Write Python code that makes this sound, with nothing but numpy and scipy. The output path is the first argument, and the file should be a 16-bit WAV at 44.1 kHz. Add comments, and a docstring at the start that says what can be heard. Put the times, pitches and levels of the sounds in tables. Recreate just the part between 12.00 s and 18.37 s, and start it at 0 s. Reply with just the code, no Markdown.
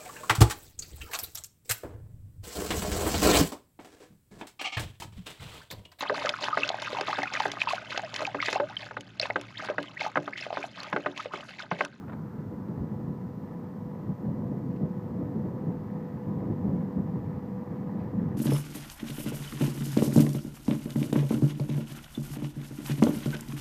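"""A six-cylinder tractor, some way off and slowly nearing, pulls a harrow and seed drill over a field.
Its firings excite a drone, a thudding block and a diesel clatter, sagging a little in pitch under load.
The drill's fan whines on steadily at its blade rate, and stones tick on the harrow's tines.
A faint, narrow band of noise near 1.4 kHz fades over the first three seconds.
Turbulent gusts buffet the microphone, and something scuffs briefly beside it."""
import sys
import numpy as np
from scipy import signal
from scipy.fft import rfft, irfft, next_fast_len
from scipy.io import wavfile
from scipy.ndimage import map_coordinates

SR = 44100
rng = np.random.default_rng(int(sys.argv[2]) if len(sys.argv) > 2 else 0)


def master(y):
    """Save y as 16-bit WAV."""
    cut = np.clip(np.atleast_2d(y).T, -1, 1)
    pcm = np.round(cut * 32767)  # scale
    wavfile.write(sys.argv[1], SR, pcm.astype(np.int16))


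N = 280917

# spectra of large, middling and small eddies: (frequency [Hz], relative level [dB])
THUMP_SPECTRUM = [(5, -72.5), (20, -32), (30, -26.5), (45, -18.5), (63, -8.5), (85, -3), (105, 4.5),
                  (130, -7.5), (200, -44), (800, -120)]
RUMBLE_SPECTRUM = [(20, -120), (70, -29), (100, -11), (125, -1.5), (155, 1.5), (200, 1.5), (250, -4),
                   (330, -14.5), (500, -32), (2000, -120)]
FLUTTER_SPECTRUM = [(20, -120), (80, -30.5), (200, -1), (290, 3), (400, -3), (520, -6), (700, -14.5),
                    (1000, -22.5), (2000, -56), (6000, -120)]
# gusts: (time [s], hold [s], strength over the breeze [dB], extra flutter [dB])
GUSTS = [(0.424, 0.13, 3.5, -0.5), (.76, 0.32, 4.5, 1), (2.269, 0.57, 4.5, 1), (3.093, 0.66, 3.5, 2.5),
         (4.318, 0.47, 5, 0.5), (4.96, 0.4, 2.7, -.5), (5.88, 0.14, 2.5, -0.5), (6.17, 0.24, 6, -3.5)]
# single strong eddies: (time [s], strength over the gust [dB], extra thump [dB])
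BUFFETS = [(.715, 5, -3), (.815, 2, 10), (1.11, 2, 8), (2.1, 6, 2.5), (2.285, 8, 4), (2.435, 5.5, -2),
           (2.515, 5, -1), (2.84, 8, -5), (3.228, 7, -1), (3.395, 5, 4), (3.465, 4.5, 1), (3.69, 4, 1.5),
           (4.43, 7, -5), (4.51, 6, 1), (4.68, 6.5, 2), (4.76, 3, 1.5), (4.99, 7, 4), (5.155, 5.5, -6),
           (6.22, 5, -8), (6.345, 4.5, -2)]
# spectra of self-noise, the 1.4 kHz band, a scuff, a struck tine: (frequency [Hz], relative level [dB])
HISS_SPECTRUM = [(100, 6), (2500, 4), (3500, 2.5), (5000, 2), (7000, -2), (8500, -5), (10000, -7),
                 (11500, -4), (13000, -1.5), (14500, 3.5), (15300, -1.2)]
MID_BAND_SPECTRUM = [(200, -120), (900, -22), (1150, -4.5), (1350, 0), (1520, -3.5), (1750, -15),
                     (3000, -35), (8000, -120)]
SCUFF_SPECTRUM = [(20, -120), (150, -10), (500, 7), (900, 3), (1350, 3), (2000, -5), (2700, -17),
                  (3600, -23), (4500, -34.5), (12000, -76)]
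TINE_SPECTRUM = [(100, -120), (1200, -19), (1900, 3.5), (2600, 1.5), (3300, -13), (4700, -8.5), (5600, -24),
                 (12000, -79)]
# nearby scuffs, and stones on the tines: (time [s], level [dB], time to decay by 60 dB [s])
SCUFFS = [(0.008, -56, 0.26), (0.079, -42.5, 0.08), (0.0944, -41.5, .06), (0.121, -43, .05),
          (0.1305, -39, 0.044)]
STONES = [(0.6828, -63, 0.052), (2.709, -61, .05), (2.7605, -57.5, 0.054), (5.99, -64, 0.25)]
# the fan's blade tone, swelling as it nears: (time [s], level [dB])
BLADE_LEVEL = [(0, -59.5), (1.7, -55), (2.25, -50.5), (3.3, -49.5), (4.5, -47), (5.3, -49), (6.37, -50)]
# fan harmonics 2 to 4: (mean level relative to the blade tone [dB])
FAN_OVERTONE_DB = [-11, -27.5, -29]
# engine speed under load: (time [s], firing rate [Hz])
FIRING_RATE = [(0, 108.5), (2.7, 106), (3.6, 109.4), (4.1, 104), (4.7, 98.7), (5.3, 93.7), (6.37, 100.6)]
# engine tones, in parallel lists: (multiple of the crank rate [1]) and (relative level [dB])
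ENGINE_ORDERS = [3, 6, 7, 24, 25, 30, 32, 36]
ORDER_DB = [-54, -46.5, -53, -71, -69, -75, -74, -75.5]
# spectra of the engine's block and top end: (frequency [Hz], relative level [dB])
BLOCK_SPECTRUM = [(20, -59), (60, -18), (130, 9), (250, 4.5), (450, 5), (560, -0.5), (680, -2), (850, 1.5),
                  (980, -1), (1150, -7), (1260, -6), (1380, -20), (2500, -44.5), (8000, -120)]
CLATTER_SPECTRUM = [(300, -120), (800, -24), (1200, -7.5), (1460, -1), (1560, -1.5), (1740, 3), (1930, 0),
                    (2150, -6), (2500, -12), (3200, -19), (6000, -38), (16000, -81)]


def amp(db):
    """Amplitude ratio: tenfold for every 20 dB."""
    return 10 ** (np.asarray(db) / 20)


def unit(x):
    """Normalisation to rms 1."""
    return x / np.sqrt(np.mean(x ** 2) + 1e-20)


def seconds():
    """Uniform sampling: the time of each sample."""
    return np.arange(N) / SR


def curve(rows):
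    """Linear interpolation of (time, value) rows at each sample."""
    return np.interp(seconds(), *np.transpose(rows))


def wobble(rate):
    """Smooth random modulation: a spline through rate Gaussian knots a second."""
    knots = rng.standard_normal(int(N * rate / SR) + 4)
    return map_coordinates(knots, [np.arange(N) * rate / SR])


def filtered(x, response):
    """Linear filtering: the spectrum of x times a frequency response."""
    size = next_fast_len(N + SR // 2)
    return irfft(rfft(x, size) * response(np.fft.rfftfreq(size, 1 / SR)), size)[:N]


def coloured(x, spectrum):
    """Spectral shaping by (Hz, dB) points on a log-frequency axis, at rms 1."""
    f, db = np.transpose(spectrum)
    return unit(filtered(x, lambda hz: amp(np.interp(np.log(hz + 1), np.log(f), db))))


def noise(spectrum):
    """Filtered white noise of rms 1."""
    return coloured(rng.standard_normal(N), spectrum)


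def mid_band(start_db=-63, fade_db_per_s=5, rest_db=-78):
    """Exponential decay: a faint, narrow band of noise near 1.4 kHz fades unevenly to a floor."""
    mid_band_db = np.maximum(start_db - fade_db_per_s * seconds(), rest_db)
    return amp(mid_band_db + 1.5 * wobble(25)) * noise(MID_BAND_SPECTRUM)


def gusts(freshen_db_per_s=0.62, sag_db_per_s=1.5, rise_s=0.093, fall_s=0.14):
    """Unsteady flow: gusts rise, sag and fall on a freshening breeze."""
    t = seconds()
    strength_db, extra_flutter_db = freshen_db_per_s * (t - t.mean()), np.zeros(N)
    for start, hold, db, flutter_db in GUSTS:
        shape = np.interp(t, [start - rise_s, start, start + hold, start + hold + fall_s], [0, 1, 1, 0])
        strength_db += shape * (db - sag_db_per_s * (t - start))
        extra_flutter_db += shape * flutter_db
    return strength_db, extra_flutter_db


def buffets(half_width_s=0.027):
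    """Intermittency: each strong eddy passes as a brief bell-shaped swell."""
    times, strength_db, extra_thump_db = np.transpose(BUFFETS)
    shapes = np.exp(-((seconds() - times[:, None]) / half_width_s) ** 2)
    return strength_db @ shapes, extra_thump_db @ shapes


def wind():
    """Turbulent pressure on the microphone: large eddies thump, middling ones rumble, small flutter."""
    gust_db, extra_flutter_db = gusts()
    buffet_db, extra_thump_db = buffets()
    # each layer: its level in the breeze, plus its growth per dB of wind strength
    thump_db = -49 + 0.91 * (gust_db + buffet_db) + extra_thump_db
    rumble_db = -38 + 0.95 * (gust_db + buffet_db)
    flutter_db = -48 + 1.147 * (gust_db + 0.86 * buffet_db) + extra_flutter_db
    eddies = wobble(30)
    thump = amp(thump_db) * unit(amp(1.2 * wobble(14)) * noise(THUMP_SPECTRUM))
    rumble = amp(rumble_db) * unit(amp(1.2 * eddies) * noise(RUMBLE_SPECTRUM))
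    flutter = amp(flutter_db) * unit(amp(1.7 * eddies + 1.8 * wobble(90)) * noise(FLUTTER_SPECTRUM))
    return thump + rumble + flutter


def scrapes(events, spectrum, grit_db, rise_s=0.0014):
    """Contact noise: each short, gritty touch rises fast and decays exponentially."""
    envelope = np.zeros(N)
    for start, db, t60 in events:
        age = np.maximum(seconds() - start, 0)
        envelope += amp(db - 60 * age / t60) * (1 - np.exp(-age / rise_s))
    grit = amp(grit_db * wobble(700)) * rng.standard_normal(N)
    return envelope * coloured(grit, spectrum)


def harrow():
    """Impact noise: a stone ticks on the tines now and then."""
    return scrapes(STONES, TINE_SPECTRUM, grit_db=-0.5)


def fan(blade_hz=494.3, overtone_swell_share=0.28):
    """Blade passage: the drill's fan sounds a harmonic series, each partial flickering in turbulence."""
    blade_db = curve(BLADE_LEVEL)
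    overtone_db = blade_db.mean() + overtone_swell_share * (blade_db - blade_db.mean())
    phase = 2 * np.pi * np.cumsum(blade_hz + 0.7 * wobble(10)) / SR
    levels = [blade_db] + [overtone_db + db for db in FAN_OVERTONE_DB]
    whine = np.zeros(N)
    for harmonic, db in enumerate(levels, start=1):
        flicker_db = 1.1 * wobble(3.98) + 1.4 * wobble(16)
        whine += amp(db + flicker_db) * np.sqrt(2) * np.sin(harmonic * phase + 0.18 * wobble(36))
    return whine


def firings(firing_count, uneven_db=1.5, scatter_db=2.5, cylinders=6):
    """Combustion as an impulse train: each cylinder fires with its own strength."""
    at = np.flatnonzero(np.diff(np.floor(firing_count)))
    imbalance = rng.standard_normal(cylinders)[np.arange(len(at)) % cylinders]
    pulses = np.zeros(N)
    pulses[at] = amp(uneven_db * imbalance + scatter_db * rng.standard_normal(len(at)))
    return pulses


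def vibration(pulses, spectrum, knock, decay_s, steady):
    """Impulse excitation: each firing gives a knock and a decaying flare over steady noise."""
    flare = unit(signal.lfilter([1], [1, -np.exp(-1 / (decay_s * SR))], pulses))
    rattle = unit((steady + flare) * rng.standard_normal(N))
    return coloured(knock * unit(pulses) + rattle, spectrum)


def exhaust(crank_turns):
    """Periodic flow: the exhaust drones at multiples of the crank rate, each tone wavering."""
    drone = np.zeros(N)
    for order, db in zip(ENGINE_ORDERS, ORDER_DB):
        level = amp(db + 2.5 * wobble(4))
        phase = 2 * np.pi * (order * crank_turns + rng.random()) + 0.02 * order * wobble(14)
        drone += level * np.sqrt(2) * np.sin(phase)
    return drone


def tractor(start_m=45.6, speed_m_per_s=2.88):
    """Spherical spreading: the engine's pressure grows as 1 / distance, its clatter a little faster."""
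    firing_count = np.cumsum(curve(FIRING_RATE)) / SR
    pulses = firings(firing_count)
    drone = amp(-2) * exhaust(firing_count / 3)  # three firings per turn of the crank
    block = amp(-50) * vibration(pulses, BLOCK_SPECTRUM, knock=0.2, decay_s=0.0033, steady=1.7)
    clatter = amp(-68.5) * vibration(pulses, CLATTER_SPECTRUM, knock=0.078, decay_s=0.0083, steady=1.1)
    nearness = start_m / (start_m - speed_m_per_s * seconds())
    drift_db = 0.5 * wobble(7)  # moving air makes the far sound swell and fade
    return nearness * amp(drift_db) * (drone + block + nearness ** 0.4 * clatter)


def scene():
    """Superposition: the far machine, the faint band, the wind and the scuffs add at one microphone."""
    mix = tractor() + fan() + mid_band() + harrow() + wind()
    return (mix + scrapes(SCUFFS, SCUFF_SPECTRUM, grit_db=1.5))[None]


def record(dry):
    """Self-noise and band limiting: the electronics add hiss and pass nothing above a cutoff."""
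    hiss = amp(-70.5) * noise(HISS_SPECTRUM)
    return filtered(dry[0] + hiss, lambda hz: hz < 15350)[None]


dry = scene()
out = record(dry)
master(out)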